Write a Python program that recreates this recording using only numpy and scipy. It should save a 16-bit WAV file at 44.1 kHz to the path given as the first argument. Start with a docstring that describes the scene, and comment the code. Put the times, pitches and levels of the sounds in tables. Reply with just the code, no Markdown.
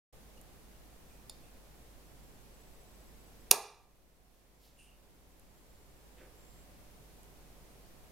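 """Low hum, house rumble and microphone hiss in a small quiet room, with a few dry ticks and the soft
friction of skin and sleeve. A finger takes up a wall switch's slack; a faint electronic whine comes and
goes. At 3.5 s the switch flips close to the microphones: the rocker lets go and lands 2.5 ms later,
the contacts bounce, and wall and room ring on. The click pushes the recorder's gain down,
and the hiss creeps back over three seconds."""
import sys
import numpy as np
from scipy import signal
from scipy.fft import rfft, irfft
from scipy.io import wavfile
from scipy.ndimage import minimum_filter1d

SR = 44100
rng = np.random.default_rng(int(sys.argv[2]) if len(sys.argv) > 2 else 0)


def store_pcm(level_fs):
    """Save levels as 16-bit WAV."""
    pcm = np.round(np.clip(level_fs, -1, 1) * 32767).astype(np.int16)
    wavfile.write(sys.argv[1], SR, np.atleast_2d(pcm).T)


N = 357651
TIME = np.arange(N) / SR
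RELEASE_S, LANDING_S = 3.5112, 3.5137


def from_db(db):
    """Decibels to gain."""
    return 10 ** (np.asarray(db) / 20)


def at_hz(points, hz, column=1):
    """Read one column of a table on a log-frequency axis."""
    points = np.array(points)
    return np.interp(np.log(hz + 1e-9), np.log(points[:, 0]), points[:, column])


def pan(left_db):
    """Gains of the two microphones for a left-minus-right level."""
    return from_db(np.array([[left_db], [-left_db]]) / 2)


def impulses(blows):
    """One impulse for each (time [s], level [dB])."""
    out = np.full(N, 1e-18)
    for s, db in blows:
        out[round(s * SR)] += from_db(db)
    return out


def resonate(x, hz, width_hz):
    """A resonance passed twice, so that it swells briefly before it dies; gain 1 at its peak."""
    r = np.exp(-np.pi * width_hz / SR)
    gain = (1 - r * r) / 2
    section = [gain, 0, -gain, 1, -2 * r * np.cos(2 * np.pi * hz / SR), r * r]
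    return signal.sosfilt([section, section], x)


def strike(blows, modes):
    """Blows ring parallel resonances of alternating sign."""
    force = impulses(blows)
    return sum((-1) ** k * from_db(db) * resonate(force, hz, width)
               for k, (hz, width, db) in enumerate(modes))


def noise(spectrum):
    """Steady noise with the given spectral density."""
    gain = from_db(at_hz(spectrum, np.fft.rfftfreq(N, 1 / SR))) * np.sqrt(SR / 2)
    return irfft(rfft(rng.standard_normal(N)) * gain, N)


def stroke(start_s, length_s, resonances, rise_share, treble_fade=.32):
    """Friction noise in a few resonances; it swells quickly and fades more slowly, the treble first."""
    rise_s = length_s * rise_share
    past_peak = TIME - start_s - rise_s
    lowest_hz, out = resonances[0][0], 0
    for hz, width, db in resonances:
        fall_s = (length_s - rise_s) * (lowest_hz / hz) ** treble_fade
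        swell = np.exp(-(past_peak / np.where(past_peak < 0, rise_s, fall_s)) ** 2)
        friction = resonate(rng.standard_normal(N), hz, width)
        out = out + from_db(db) * swell * friction / friction.std()
    return out


def house_hum(waver_hz=.6):
    """A distant motor hums, slightly unsteady, over the low rumble of the house."""
    # rumble of the house: (frequency [Hz], density [dB per Hz])
    rumble = [(15, -85), (35, -87.5), (62, -83.5), (95, -91.5), (150, -90), (300, -93.5), (540, -93.5),
              (740, -98.5), (1000, -103), (1400, -112), (2400, -112), (4500, -128)]
    # tones of the motor: (frequency [Hz], level [dB])
    hum = [(49.1, -63.5), (733, -81.5), (1060, -87.5)]
    out = noise(rumble)
    for hz, db in hum:
        waver = np.interp(TIME, np.linspace(0, TIME[-1], 40), rng.normal(0, waver_hz, 40))
        out = out + from_db(db) * np.sqrt(2) * np.sin(2 * np.pi * np.cumsum(hz + waver) / SR)
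    return out


def microphone_hiss():
    """Each microphone of the pair adds its own steady noise."""
    # noise floor: (frequency [Hz], density [dB per Hz])
    hiss = [(12, -76.5), (30, -87), (120, -87.5), (250, -91.5), (500, -96), (1000, -100), (2000, -103),
            (4000, -105.5), (8000, -107), (14300, -107), (15600, -111)]
    return np.array([noise(hiss), noise(hiss)])


def skin_squeaks():
    """Skin squeaks faintly as the grip shifts."""
    # shifts of the grip: (time [s], length [s], pitch [Hz], level [dB])
    squeaks = [(0.373, 0.013, 2850, -68.5), (1.08, .15, 2480, -76), (1.42, .09, 2660, -75.5),
               (4.781, .14, 2760, -60)]
    # partials and the friction under them: (frequency [multiple of pitch], width [Hz], level [dB])
    skin = [(1, 330, 0.5), (3.38, 1200, -3.5), (2.3, 9500, -6)]
    out = 0
    for s, length, hz, db in squeaks:
        partials = [(hz * multiple, width, partial_db) for multiple, width, partial_db in skin]
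        out = out + from_db(db) * stroke(s, length, partials, rise_share=.11)
    return out


def casing_ticks():
    """Tiny dry ticks ring the casing, right at the microphone."""
    # ticks: (time [s], level [dB])
    ticks = [(.414, -24), (3.957, -34), (5.397, -25), (7.232, -28.5)]
    # resonances of the casing: (frequency [Hz], width [Hz], level [dB])
    casing = [(7200, 1500, -4.5), (9200, 1500, -10), (11200, 1160, 1.5), (13500, 2500, -12)]
    return strike(ticks, casing)


def finger_touch():
    """A finger takes up the slack of the rocker with a light double tick."""
    # taps: (time [s], level [dB])
    touches = [(1.2961, -10.5), (1.29752, -11)]
    # resonances of the slack rocker: (frequency [Hz], width [Hz], level [dB])
    slack = [(850, 360, -8.5), (2550, 250, -13), (3700, 420, -1), (4454, 220, 1.5), (5050, 780, -5),
             (7160, 300, -0.5), (8630, 280, -0.5), (10220, 450, 3.5), (12200, 400, -11), (14400, 900, -12)]
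    return strike(touches, slack)


def whine(pulse_hz=7900, pulse_db=-75, every_s=.066, pulse_s=.03, edge_s=.008):
    """Faint high tones of the electronics switch on and off, held or pulsing."""
    # held tones: (time [s], length [s], frequency [Hz], level [dB])
    whines = [(2.10, .34, 7430, -83), (4.54, .27, 7430, -81), (5.549, .69, 7424, -83),
              (6.369, .27, 7572, -75)]
    # spells of steady pulsing: (time [s], length [s])
    pulsings = [(2.535, .56), (3.195, .1), (3.395, .035)]
    gate = lambda age, length: np.clip(np.minimum(age, length - age) / edge_s, 0, 1)
    tone = lambda hz, db: from_db(db) * np.sqrt(2) * np.sin(2 * np.pi * hz * TIME)
    held = sum(gate(TIME - s, length) * tone(hz, db) for s, length, hz, db in whines)
    pulses = sum(gate(TIME - s, length) * gate((TIME - s) % every_s, pulse_s) for s, length in pulsings)
    return held + pulses * tone(pulse_hz, pulse_db)


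def disperse(x, stiffness=.45, stages=10):
    """In a stiff plate high bending waves run ahead of low ones, which smears each blow."""
    allpass = [-stiffness, 1, 0, 1, -stiffness, 0]
    return signal.sosfilt([allpass] * stages, x)


def rocker(creep_s=.0028, creep_db=-46, thud_db=9.5, thud_hz=170):
    """The rocker creeps, snaps over its spring and lands; each blow rings the plate in its own way."""
    # rocker and cover plate: (frequency [Hz], width [Hz], release level [dB], landing level [dB])
    plate = [(409.6, 170, 7.5, 19.5), (620, 300, 10, 13.5), (904, 400, 7, 19.5), (1250, 400, -4, 5.5),
             (1740, 600, 4.5, 7), (2570, 460, 25, 19.5), (3460, 350, 18.5, 15.5), (3950, 500, 10, 22.5),
             (4700, 650, 22, 23), (5682, 750, 27, 27), (6650, 800, 24, 28), (7630, 600, 17, 16),
             (8230, 600, 20.5, 15), (9120, 650, 23, 33.5), (9850, 650, 26, 15.5), (10950, 700, 22.5, 25.5),
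             (11700, 700, 28.5, 13), (12400, 490, 16, 24.5), (12850, 600, 27.5, 19.5),
             (13800, 700, 14, 17.5), (14650, 670, 21, 23)]
    release_modes = [(hz, width, db) for hz, width, db, _ in plate]
    landing_modes = [(hz, width, db) for hz, width, _, db in plate]
    release = strike([(RELEASE_S - creep_s, creep_db), (RELEASE_S, 0)], release_modes)
    landing = strike([(LANDING_S, 0)], landing_modes)
    lowpass = signal.butter(2, thud_hz, fs=SR, output="sos")
    thud = signal.sosfilt(lowpass, impulses([(RELEASE_S, thud_db)]))
    return disperse(release) + thud, disperse(landing)


def contact_chatter(blow_db=-8.0, fall_s=.0022, low_hz=1500):
    """The contacts bounce after each blow: a dense bright crackle, different at each microphone."""
    blows = impulses([(RELEASE_S, blow_db), (LANDING_S, blow_db)])
    envelope = signal.lfilter([1], [1, -np.exp(-1 / (fall_s * SR))], blows)
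    highpass = signal.butter(2, low_hz, "high", fs=SR, output="sos")
    return signal.sosfilt(highpass, envelope * rng.standard_normal((2, N)))


def wall_ring():
    """The landing leaves the hollow wall and the spring ringing."""
    # their long rings: (frequency [Hz], level [dB], time to fall 60 dB [s])
    rings = [(415, -30, .5), (610, -35, 0.39), (745, -35, .3), (926, -35.5, .35), (1188, -38, 0.73),
             (1326, -38, .4), (2361, -40, .6), (2512, -32.5, .35), (2705, -32, .25), (3289, -39, .3),
             (5900, -27, .13), (6540, -33, .3), (9000, -28.5, 0.21), (8983, -28, .19), (9300, -24.5, .1),
             (11040, -30, .1), (12229, -29, .13)]
    age = np.maximum(TIME - LANDING_S, 0)
    return sum(from_db(db - 60 * age / t60) * np.sin(2 * np.pi * hz * age) for hz, db, t60 in rings)


def sleeve_swishes():
    """A sleeve swishes past, each move one stroke of bright friction."""
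    # moves of the sleeve: (time [s], length [s], level [dB])
    swishes = [(4.311, .12, -74), (4.606, .115, -63)]
    # noise bands of the cloth: (frequency [Hz], width [Hz], level [dB])
    cloth = [(3850, 4200, -1), (12800, 7000, -2)]
    return sum(from_db(db) * stroke(s, length, cloth, rise_share=.39) for s, length, db in swishes)


def hand_rub():
    """The hand rubs dully as it reaches out."""
    # move of the hand: (time [s], length [s], level [dB])
    rubs = [(6.172, .13, -64)]
    # the palm's soft bump and its friction: (frequency [Hz], width [Hz], level [dB])
    palm = [(377, 240, -2), (1800, 1600, -0.5)]
    return sum(from_db(db) * stroke(s, length, palm, rise_share=.13) for s, length, db in rubs)


def room_echo(x, early_db=5.0, early_t60=.089, gap_s=.003):
    """Dense early reflections off the near walls, then a tail that dies faster in the treble."""
    # the small room: (frequency [Hz], level [dB], time to fall 60 dB [s], left-right likeness [0-1])
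    room = [(100, -5.5, .4, .8), (380, -1.5, .55, .97), (650, 1.5, 0.52, 1), (1120, 2.5, 0.57, 0.95),
            (1800, -5, .55, 0.9), (2600, -9, .52, .9), (4000, -11.5, 0.51, .75), (6200, -17, 0.45, 0.61),
            (8000, -15.5, 0.4, 0.5), (9500, -17, 0.38, 0.7), (12000, -16.5, .29, .1),
            (15500, -16, .25, 0.0075)]
    t, response = TIME[:SR], 0
    edges_hz = np.geomspace(70, 17000, 25)
    for low, high in zip(edges_hz, edges_hz[1:]):
        hz = np.sqrt(low * high)
        band = signal.butter(2, [low, high], "band", fs=SR, output="sos")
        mid, side = signal.sosfilt(band, rng.standard_normal((2, 2 * SR)))[:, SR:]
        db, t60, alike = (at_hz(room, hz, column) for column in (1, 2, 3))
        fade = from_db(-60 * t / t60) + from_db(early_db - 60 * t / early_t60)
        onset = np.clip(t / gap_s - 1, 0, 1)
        pair = (np.sqrt(1 + alike) * mid + np.sqrt(1 - alike) * side * [[1], [-1]]) * fade * onset
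        share = (high - low) / (SR / 2)  # a band carries energy in proportion to its width
        response = response + from_db(db) * np.sqrt(2 * share) * pair / np.linalg.norm(pair)
    return signal.fftconvolve(x[None], response, axes=1)[:, :N]


def gain_control(x, threshold_db=-9.0, range_db=10.5, recover_db_per_s=3.5):
    """A loud peak turns the recorder's gain down at once; it comes back slowly."""
    peak = -minimum_filter1d(-np.abs(x).max(axis=0), size=89)  # highest within 2 ms
    over_db = np.clip(20 * np.log10(peak + 1e-9) - threshold_db, 0, range_db)
    recovery_db = recover_db_per_s * TIME
    cut_db = np.maximum.accumulate(over_db + recovery_db) - recovery_db
    return x * from_db(-cut_db)


def scene():
    """Switch and hand close by, a little right of centre, over the room tone."""
    release, landing = rocker()
    crackle, touch = contact_chatter(), finger_touch()
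    brushes = sleeve_swishes() + hand_rub() + skin_squeaks()
    blows = release * pan(left_db=-4.5) + landing * pan(left_db=-3.0)
    click = from_db(1.0) * blows + from_db(-3.5) * crackle * pan(left_db=-2.0)
    soft_sounds = from_db(-3.5) * wall_ring() + touch + brushes
    # under the finger, mostly the middle band of the light touch spreads into the room
    shaded_touch = resonate(touch, hz=4900, width_hz=4000)
    echo = room_echo(release + landing + crackle[0] + from_db(10) * shaded_touch + from_db(3) * brushes)
    hiss = microphone_hiss() * pan(left_db=-.75)
    background = house_hum() + whine() + from_db(-1.0) * casing_ticks()
    return click + hiss + (soft_sounds + echo + background) * pan(left_db=-2.5)


def record(dry, open_s=.125, ceiling=.7, cutoff_hz=15800):
    """The recorder's input opens after a moment; gain control, flattened peaks and a steep top cut."""
    opened = np.clip((TIME - open_s) / .006, 0, 1)
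    limited = np.clip(gain_control(dry * opened), -ceiling, ceiling)
    return signal.sosfilt(signal.ellip(12, .1, 110, cutoff_hz, fs=SR, output="sos"), limited)


dry = scene()
out = record(dry)
store_pcm(out)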